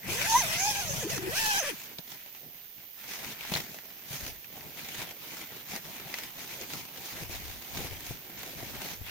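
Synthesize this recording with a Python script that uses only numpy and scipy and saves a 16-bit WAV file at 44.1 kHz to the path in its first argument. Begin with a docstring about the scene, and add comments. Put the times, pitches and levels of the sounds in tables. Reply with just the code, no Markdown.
"""A tent door's zipper runs open in three pulls; the nylon flap is then swept aside, shaken and rolled
up, swishing, crinkling and flapping. The slider clicks over the teeth, its speed setting the pitch.
Nylon slides in tiny slips, creases snap taut, slack cloth pushes air. Insects buzz very high in the
night outside. Two small microphone ports hear it all from nearby."""
import sys
import numpy as np
from scipy import signal
from scipy.fft import rfft, irfft, next_fast_len
from scipy.io import wavfile
from scipy.ndimage import uniform_filter1d, map_coordinates

SR = 44100
rng = np.random.default_rng(int(sys.argv[2]) if len(sys.argv) > 2 else 0)


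def store_pcm(level_fs):
    """Save levels as 16-bit WAV."""
    pcm = np.round(np.clip(level_fs, -1, 1) * 32767).astype(np.int16)
    wavfile.write(sys.argv[1], SR, np.atleast_2d(pcm).T)


N = 401310

# Slider travel, one list per pull. Each row: time in seconds, teeth per second, relative hum in dB.
ZIP_PULLS = [
    [(0.0, 186, -65), (0.07, 235, -44.5), (0.24, 630, -44.5), (0.28, 880, -38.5), (0.335, 890, -21.5),
     (0.362, 980, -13.5), (0.39, 1085, -34.5), (0.44, 660, -37.5), (0.47, 600, -46)],
    [(0.56, 690, -44.5), (0.69, 855, -27.5), (0.74, 786, -51), (0.79, 835, -33.5), (0.85, 670, -53),
     (0.91, 550, -38), (0.995, 750, -63), (1.04, 385, -33.5), (1.09, 330, -39.5), (1.12, 700, -42.5),
     (1.2, 350, -44)],
    [(1.28, 380, -33), (1.39, 900, -51), (1.44, 890, -38.5), (1.55, 797, -35.5), (1.595, 800, -37),
     (1.632, 490, -33.5), (1.65, 615, -46), (1.68, 590, -35.5), (1.75, 160, -48), (1.8, 155, -68)],
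]
# Tugs on the slider. Each row: start and length in seconds, then relative levels in dB of rasp,
# tape scrape, tape singing, slider ring and panel drumming.
SLIDER_TUGS = [(0.087, 0.035, -50, -40.5, -38, -53, -43), (0.113, 0.06, -30, -43, -41, -39, -47),
               (0.198, 0.069, -31, -36.5, -42, -43, -45.5), (0.305, 0.093, -29.5, -37.5, -38.5, -31, -48),
               (0.432, 0.13, -30.5, -40, -35.5, -40, -46), (0.598, 0.12, -32, -44, -38, -30.5, -50.5),
               (0.751, 0.087, -33.5, -46.5, -42, -38, -47.5), (0.88, 0.17, -36, -48, -43, -39, -42.5),
               (1.105, 0.067, -34, -42.5, -40, -37.5, -43.5), (1.227, 0.11, -42, -46, -37.5, -61, -46),
               (1.359, 0.12, -28, -40.5, -38.5, -40.5, -54), (1.501, 0.089, -29.5, -40.5, -32, -34.5, -64),
               (1.633, 0.067, -34, -40.5, -35.5, -43, -60)]
# Tape resonance, shifting as the slider rounds the door. 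Each row: time in seconds, frequency in Hz.
TAPE_RESONANCE_PATH = [(0.2, 2330), (0.38, 2150), (0.5, 1950), (0.68, 2490), (0.8, 1696), (1.15, 1912),
                       (1.45, 1800), (1.7, 1652)]
# Hand strokes on the flap. Each row: start and length in seconds, relative swish level in dB,
# sheen and folds offsets from it in dB.
FLAP_STROKES = [(1.732, 0.13, -53, 1, -7), (1.915, 0.02, -57, -3, 2), (2.103, 0.048, -54.5, 0.5, -5),
                (2.199, 0.01, -57, -5, -12), (2.266, 0.027, -59, -3, -6), (2.355, 0.02, -59, -2, -9),
                (2.441, 0.03, -70, -2, 13.5), (2.55, 0.066, -61.5, -7.5, -7), (2.79, 0.06, -62, -6.5, -2.5),
                (2.999, 0.06, -52, -6, -15), (3.093, 0.073, -46, -1, -10), (3.215, 0.11, -46.5, -3, -3),
                (3.417, 0.068, -45.5, -6.5, -13), (3.533, 0.047, -38.5, -1.5, -3),
                (3.697, 0.074, -57.5, 2.5, 2), (4.119, 0.043, -45, 2, -6), (4.211, 0.088, -49.5, 2, -1.5),
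                (4.56, 0.11, -60, -2, 8.5), (4.786, 0.16, -48, -3, -4), (4.985, 0.045, -42.5, -5, -5),
                (5.074, 0.043, -52.5, -4, 2), (5.239, 0.2, -48, -3, -6.5),
                (5.516, 0.099, -51.5, -8.5, -3.5), (5.709, 0.059, -46, -1.5, -2.5),
                (5.852, 0.11, -49.5, -2, -2.5), (6.02, 0.13, -51.5, -9, -1),
                (6.138, 0.11, -48.5, -1.5, -10), (6.393, 0.06, -51, -1.5, -5), (6.50, 0.13, -47.5, -1, -2),
                (6.707, 0.088, -47, 0, -2), (6.97, 0.06, -54, -1, -1), (7.048, 0.074, -47.5, 0.5, -6.5),
                (7.169, 0.056, -47.5, -1.5, 2), (7.32, 0.045, -46, -1, -3.5), (7.42, 0.42, -53, -0.5, -2.5),
                (7.754, 0.12, -46, -1.5, -1), (7.93, 0.093, -52.5, -3, 1), (8.05, 0.08, -48.5, 0.5, -5.5),
                (8.26, 0.076, -55.5, -9, -1.5), (8.383, 0.15, -50, -1.5, -2), (8.586, 0.26, -48.5, -4, 0.5),
                (8.82, 0.11, -48, 0.5, -1.5), (9.062, 0.063, -47.5, -26, -6.5)]
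# The held flap never hangs still. Each row: time in seconds, relative swish level in dB.
FLAP_STIR = [(1.7, -60), (2.9, -68.5), (3.2, -55.5), (4.0, -58), (4.4, -61), (4.7, -55.5), (5.17, -60.5),
             (6.3, -54), (9.0, -58.5)]
# Creases snapping taut. Each row: start in seconds, relative level in dB, pitch in Hz.
CREASE_SNAPS = [(0.042, -39, 2190), (0.216, -20, 2300), (1.179, -23, 1460), (1.985, -24.5, 4070),
                (2.122, -36.5, 800), (2.261, -36, 763), (2.349, -36.5, 2530), (3.09, -29, 2400),
                (3.246, -26, 2160), (3.409, -27, 2410), (3.451, -29.5, 730), (3.538, -14.5, 3530),
                (3.552, -17, 3800), (3.562, -19, 2010), (3.787, -32, 1880), (4.142, -35, 2570),
                (4.444, -33, 2340), (4.608, -32, 2050), (4.993, -38, 2080), (5.734, -31, 767),
                (5.852, -33, 1670), (6.141, -18, 2050), (6.405, -29, 2220), (6.512, -44, 2440),
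                (6.613, -27, 6330), (6.703, -30.5, 1710), (8.604, -30, 789), (8.887, -29, 2160)]
# Slack cloth pushing air. Each row: start in seconds, level in dB, pitch in Hz, puff offset in dB.
SLACK_FLAPS = [(1.988, -33, 172, 1.5), (3.518, -21.5, 175, -2), (3.553, -26, 150, -15),
               (4.108, -28.5, 137, -16), (4.138, -30, 151, -19), (4.229, -32, 70, -19),
               (4.986, -39, 124, -16), (5.734, -28.5, 210, -7), (6.058, -36, 153, -9),
               (7.22, -28.5, 157, -17), (7.294, -30.5, 83, -4), (7.498, -32.5, 62, -4), (7.79, -29, 145, 0),
               (7.848, -31, 89, 0.5), (7.928, -29.5, 83.4, -8), (8.108, -23.5, 122, -8.5),
               (8.626, -31, 116, -0.5), (8.753, -37, 108, 1), (9.012, -29.5, 75, -9)]
# Sweeps fanning the ports. Each row: start and length in seconds, relative level in dB.
DRAUGHT_SWEEPS = [(3.53, 0.054, -53), (4.226, 0.11, -53), (4.97, 0.031, -65), (7.228, 0.33, -49.5),
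                  (7.76, 0.21, -49.5), (8.09, 0.042, -52), (8.58, 0.22, -55), (9.008, 0.04, -48.5)]

# Spectra. Each row: frequency in Hz, relative spectral density in dB.
RASP_SPECTRUM = [(600, -6.5), (1000, -1.5), (1250, -14), (1600, -22.5), (2200, -11), (2900, -0.5),
                 (3700, -1.5), (5200, -2), (6600, -8), (7800, -7), (9400, -4), (11000, -6.5), (15000, -7.5)]  # teeth scraping
SLIDER_SPECTRUM = [(3800, -53), (5100, -7), (5800, -2.5), (6500, 3), (7100, -12.5), (8300, -25)]  # metal slider ringing
TAPE_SPECTRUM = [(1000, -23), (1350, -8), (1620, 1.5), (1800, 0.5), (2050, 1.5), (2400, 2.5), (2700, -4),
                 (3400, -11), (4500, -27)]  # stiff zipper tape
PANEL_SPECTRUM = [(25, -24), (60, 1), (135, 10), (200, 4), (280, -9), (340, -7), (700, -3.5), (1100, -12),
                  (2000, -16.5)]  # door panel drumming
SWISH_SPECTRUM = [(500, -21.5), (900, -6.5), (1200, -9), (1700, -4.5), (2250, -0.5), (2900, -4),
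                  (3700, -5.5), (4800, -10.5), (7000, -18)]  # nylon on nylon
SHEEN_SPECTRUM = [(2500, -21), (4000, -3.5), (5400, -1), (6500, 1.5), (7800, -10.5), (9500, -7),
                  (11500, -8.5), (14400, -1.5), (16000, -10)]  # its fine weave
FOLDS_SPECTRUM = [(120, -10), (230, 1.5), (380, 1), (520, -1.5), (780, 0), (1100, -13.5), (1700, -21.5)]  # large folds crumpling
BILLOW_SPECTRUM = [(18, -37), (45, -10.5), (85, -7), (150, 1), (210, -4), (350, -17.5), (700, -43)]  # whole sheet moving
CREASE_SPECTRUM = [(150, -18), (400, -4), (800, 2.5), (1200, -8.5), (2200, -4), (4000, -4), (6500, -6),
                   (9000, -21), (16000, -13)]  # crease cracking
GUST_SPECTRUM = [(15, -13), (35, -10), (65, -4.5), (100, -4), (200, -38)]  # air buffeting the ports
WING_SPECTRUM = [(9500, -67), (11000, -7), (12200, 1), (13000, 2.5), (14400, 7.5), (15200, 6), (16000, -15)]  # insect wings scraping
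NIGHT_SPECTRUM = [(15, -37), (25, 5), (177, -10), (667, -0.5), (1020, -10.5), (3080, 5), (4060, 1),
                  (6530, 0.5), (8180, -14), (10000, -7), (13000, -54), (22000, -120)]  # distant air

# Stereo likeness. Each row: frequency in Hz, left-right correlation.
PORT_CORRELATION = [(60, 0.62), (140, 0.59), (350, 0.89), (700, 0.63), (1400, 0.41), (2500, 0.03),
                    (5000, 0.025)]
# Colour of the ports. Each row: frequency in Hz, left minus right in dB.
PORT_BALANCE = [(60, 10), (130, 7), (350, 2), (1300, -0.5), (1800, 1), (2350, 5.5), (3300, .5),
                (5400, -0.5), (6500, -9), (7300, -0.5), (8100, 4), (9500, 5.5), (10800, -3.5),
                (12500, -2.5), (14600, -16)]


def zipper():
    """The slider crosses the teeth: gliding hum, bright rasp, buzzing tape, metal ring, drumming panel."""
    tooth_hz, hum_db = curves(np.vstack(ZIP_PULLS))
    starts_s, lengths_s, *levels_db = np.transpose(SLIDER_TUGS)
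    rasp_gain, tape_gain, sing_gain, ring_gain, panel_gain = [
        swells(starts_s, lengths_s, db, attack_s=.034, release_s=.021) for db in levels_db]
    speed_octaves = np.log2(tooth_hz / 800)  # faster rasps and rings louder
    slowness = np.clip(850 / tooth_hz, .9, 2.5)  # slower catches and stutters
    tooth_hz = np.abs(tooth_hz * (1 + slowness ** 2 * (.017 * wobble(70) + .016 * wobble(400))))
    teeth_passed = np.cumsum(tooth_hz) / SR
    lag_rad = .35 + .33 * wobble(14)  # the moving slider reaches the ports at changing phases
    phase = 2 * np.pi * teeth_passed + np.array([-lag_rad, lag_rad])
    stutter = amp(slowness * (1.3 * wobble(130) + .9 * wobble(45) - .4))
    sliding = np.arange(N) / SR < ZIP_PULLS[-1][-1][0]
    hum = sliding * amp(hum_db + 2) * stutter * np.sin(phase)
    clicks = tooth_clicks(teeth_passed, slop_periods=.036 * slowness ** 2, scatter_db=2, t60_s=.03)
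    scrape = noise() * (1 + .5 * np.cos(phase)) * grains(per_s=1000, scatter_db=1.2, life_s=.012)
    bite = .6 * unit(clicks / np.sqrt(tooth_hz)) + .8 * unit(scrape)
    rasp = amp(2 * speed_octaves - 3) * patchy(spread(bite, RASP_SPECTRUM), depth_db=2.5, bins=5)
    ring = amp(3.5 * speed_octaves) * patchy(spread(bite, SLIDER_SPECTRUM), depth_db=4, bins=4)
    sing = tape_overtones(phase, tooth_hz, count=5) / slowness
    rough = patchy(spread(bite, TAPE_SPECTRUM), depth_db=4.5, bins=3)
    tape = sing_gain * sing + tape_gain * rough
    drumming = noise() * grains(per_s=440, scatter_db=3.5, life_s=.0077)
    panel = amp([[4.5], [1.5]]) * spread(drumming, PANEL_SPECTRUM)
    return hum + rasp_gain * rasp + tape + ring_gain * ring + panel_gain * panel


def tooth_clicks(teeth_passed, slop_periods, scatter_db, t60_s):
    """One click per tooth, a little early or late, scattered by the tape around it."""
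    k = np.flatnonzero(np.diff(np.floor(teeth_passed)) > 0)
    late, strength = rng.standard_normal((len(k), 2)).T
    delay_periods = np.ceil(teeth_passed[k]) - teeth_passed[k] + slop_periods[k] * late
    at_samples = k + delay_periods / (teeth_passed[k + 1] - teeth_passed[k])
    taps = at_samples.astype(int)[:, None] + np.arange(-7, 9)
    pulses = amp(scatter_db * strength[:, None]) * np.sinc(taps - at_samples[:, None])
    clicks = np.bincount(np.clip(taps, 0, N - 1).ravel(), pulses.ravel(), N)
    t = np.arange(SR // 25) / SR
    tape_response = rng.standard_normal((2, len(t))) * amp(-60 * t / t60_s)
    return signal.fftconvolve(clicks[None], tape_response, axes=1)[:, :N]


def tape_overtones(phase, tooth_hz, count):
    """Multiples of the tooth rate, the higher the rougher, swell as they cross the tape's resonance."""
    resonance_hz, = curves(TAPE_RESONANCE_PATH)
    boost_db, width_octaves, jitter_rad = 8.5, .15, .14
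    out, power = 0, 0
    for k in range(2, 2 + count):
        nearness = np.exp(-(np.log2(k * tooth_hz / resonance_hz) / width_octaves) ** 2)
        gain = (1 + amp(boost_db) * nearness) / np.sqrt(k)
        flutter = amp(2.5 * np.array([wobble(60), wobble(60)]))
        tone = np.sin(k * (phase + jitter_rad * wobble(220)) + rng.uniform(0, 2 * np.pi))
        out += gain * flutter * tone
        power += gain ** 2
    return unit(out / np.sqrt(power))


def flap_cloth():
    """With each stroke nylon slides in tiny slips, larger folds crumple and the whole sheet billows."""
    starts_s, lengths_s, swish_db, sheen_db, folds_db = np.transpose(FLAP_STROKES)
    stir_db, = curves(FLAP_STIR)

    def layer_gain(offset_db, stir_offset_db):
        strokes = swells(starts_s, lengths_s, swish_db + offset_db, attack_s=.032, release_s=.034)
        return np.hypot(strokes, amp(stir_db + stir_offset_db))

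    swish_gain = layer_gain(0, stir_offset_db=0)
    sheen_gain = layer_gain(sheen_db, stir_offset_db=-3)
    folds_gain = layer_gain(folds_db, stir_offset_db=-2.5)
    crumple = grains(per_s=110, scatter_db=3.6, life_s=.005)
    slips = grains(per_s=600, scatter_db=1, life_s=.0025)
    friction = np.sqrt(amp(-2.5) ** 2 + (amp(-6.5) * slips) ** 2 + (amp(-5.5) * crumple) ** 2)
    swish = patchy(spread(noise() * friction, SWISH_SPECTRUM), depth_db=1.5, bins=5)
    sheen = patchy(spread(noise() * friction, SHEEN_SPECTRUM), depth_db=1.5, bins=7)
    folds = patchy(spread(noise() * (crumple + 2.4), FOLDS_SPECTRUM), depth_db=2, bins=3, frames=6)
    billow = amp(-4) * spread(noise() * amp(2.8 * wobble(30)), BILLOW_SPECTRUM)
    cloth = amp(3.5) * (swish_gain * swish + sheen_gain * sheen) + folds_gain * (folds + billow)
    return amp(.83 * wobble(22)) * cloth  # the hand's speed wavers


def crease_snaps():
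    """A crease pulled taut cracks at its own pitch; the cloth around it shivers briefly."""
    out, t = np.zeros((2, N)), np.arange(SR // 6) / SR
    crack_t60_s, shiver_t60_s, tail_t60_s = .016, .045, .1
    decay = amp(-60 * t / crack_t60_s) + amp(-12 - 60 * t / shiver_t60_s) + amp(-26 - 60 * t / tail_t60_s)
    for start_s, db, pitch_hz in CREASE_SNAPS:
        burst = spread(rng.standard_normal((2, len(t))), CREASE_SPECTRUM)
        crack = filtered(burst, lambda hz: 1 + amp(11) * np.exp(-(np.log((hz + 1) / pitch_hz) / .22) ** 2))
        add(out, start_s, amp(db - 7.5) * decay * unit(crack))
    return out


def slack_flaps():
    """Slack cloth stops short: one low push of air with a dull puff."""
    out, t = np.zeros((2, N)), np.arange(SR // 6) / SR
    rise_s, push_t60_s, puff_t60_s = .0024, .048, .034
    rise = 1 - np.exp(-t / rise_s)
    for start_s, db, pitch_hz, puff_db in SLACK_FLAPS:
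        push = np.sin(2 * np.pi * pitch_hz * t) * amp(-60 * t / push_t60_s)
        puff = spread(rng.standard_normal((2, len(t))), FOLDS_SPECTRUM) * amp(-60 * t / puff_t60_s)
        add(out, start_s, amp(db) * rise * (push + amp(puff_db) * puff))
    return out


def draught():
    """Air fanned by the flap buffets each port separately, the left one more."""
    gain = swells(*np.transpose(DRAUGHT_SWEEPS), attack_s=.038, release_s=.036)
    buffet = unit(filtered(noise(), lambda hz: amp(along(GUST_SPECTRUM, hz))))
    return gain * buffet * amp([[3], [-1]])


def insects():
    """A near insect scrapes its wings in quick strokes over a blurred chorus."""
    stroke_hz, level_db, drift_db = 88, -48, .2
    phase = 2 * np.pi * np.cumsum(stroke_hz * (1 + .014 * wobble(12))) / SR
    strokes = unit(np.exp(1.5 * np.cos(phase)) * amp(1.3 * wobble(65)))
    call = spread(noise() * np.sqrt(1 + (amp(-5) * strokes) ** 2), WING_SPECTRUM)
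    return amp(level_db + drift_db * wobble(5)) * call


def night_air():
    """Faint, steady hiss of distant air."""
    return amp(-58) * spread(noise(), NIGHT_SPECTRUM)


def amp(db):
    """Decibels to gain."""
    return 10 ** (np.asarray(db) / 20)


def unit(x):
    """Scale to rms 1."""
    return x / np.sqrt(np.mean(x ** 2) + 1e-20)


def along(points, hz):
    """(Hz, value) points read on a log axis."""
    knots_hz, values = np.transpose(points)
    return np.interp(np.log(hz + 1), np.log(knots_hz + 1), values)


def curves(rows):
    """One value per sample for each column after the time."""
    times_s, *columns = np.transpose(rows)
    return [np.interp(np.arange(N) / SR, times_s, column) for column in columns]


def noise():
    """Two unrelated white noises."""
    return rng.standard_normal((2, N))


def wobble(knots_per_s):
    """Smooth random curve."""
    knots = rng.standard_normal(int(N * knots_per_s / SR) + 4)
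    return map_coordinates(knots, [np.arange(N) * knots_per_s / SR])


def grains(per_s, scatter_db, life_s):
    """Envelope (rms 1) of many tiny slips, each starting at once and dying away."""
    onsets = rng.random(N) < per_s / SR
    power = onsets * amp(scatter_db * np.minimum(rng.exponential(size=N), 4)) ** 2
    decaying = signal.lfilter([1], [1, -np.exp(-2 / (life_s * SR))], power)
    return unit(np.sqrt(np.abs(decaying)))


def swells(starts_s, lengths_s, levels_db, attack_s, release_s):
    """Gain of a series of moves: each rises to its level, holds for its length and dies away."""
    t = np.arange(0, N, 32) / SR
    early = np.maximum(starts_s[:, None] - t, 0) / attack_s
    late = np.maximum(t - (starts_s + lengths_s)[:, None], 0) / release_s
    gains = amp(levels_db[:, None]) * np.exp(-early - late)
    return np.interp(np.arange(N) / SR, t, np.linalg.norm(gains, axis=0))


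def filtered(x, response):
    """Apply a gain given as a function of Hz."""
    n = x.shape[-1]
    padded = next_fast_len(n + 8192)
    return irfft(rfft(x, padded) * response(np.fft.rfftfreq(padded, 1 / SR)), padded)[..., :n]


def spread(pair, spectrum):
    """Two unrelated signals become coloured stereo of rms 1, alike in the bass."""
    def mid_side_gains(hz):
        angle = np.arccos(np.clip(along(PORT_CORRELATION, hz), -1, 1)) / 2
        return amp(along(spectrum, hz)) * np.array([np.cos(angle), np.sin(angle)])
    mid, side = filtered(pair, mid_side_gains)
    return unit(np.array([mid + side, mid - side]))


def patchy(x, depth_db, bins, frames=5):
    """Shifting folds favour changing bands: a random gain smoothed over frequency and time."""
    spectra = signal.stft(x, nperseg=512)[2]
    field = rng.standard_normal(spectra.shape[1:])
    for _ in range(2):
        field = uniform_filter1d(uniform_filter1d(field, bins, axis=0), frames, axis=1)
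    return unit(signal.istft(spectra * amp(depth_db * unit(field)), nperseg=512)[1][:, :N])


def add(track, start_s, sound):
    """Mix in a short stereo sound."""
    part = track[:, max(round(start_s * SR), 0):][:, :sound.shape[1]]
    part += sound[:, :part.shape[1]]


def scene():
    """The door, the insects and the still night air."""
    air = night_air()
    return zipper() + flap_cloth() + draught() + crease_snaps() + slack_flaps() + insects() + air


def record(dry):
    """Each port has its own colour; nothing passes above the band limit."""
    def ports(hz):
        pair = amp(along(PORT_BALANCE, hz) * np.array([[.5], [-.5]]))
        return pair / np.sqrt(np.mean(pair ** 2, axis=0))
    limit_hz = 15850
    return filtered(filtered(dry, ports), lambda hz: hz < limit_hz)


dry = scene()
out = record(dry)
store_pcm(out)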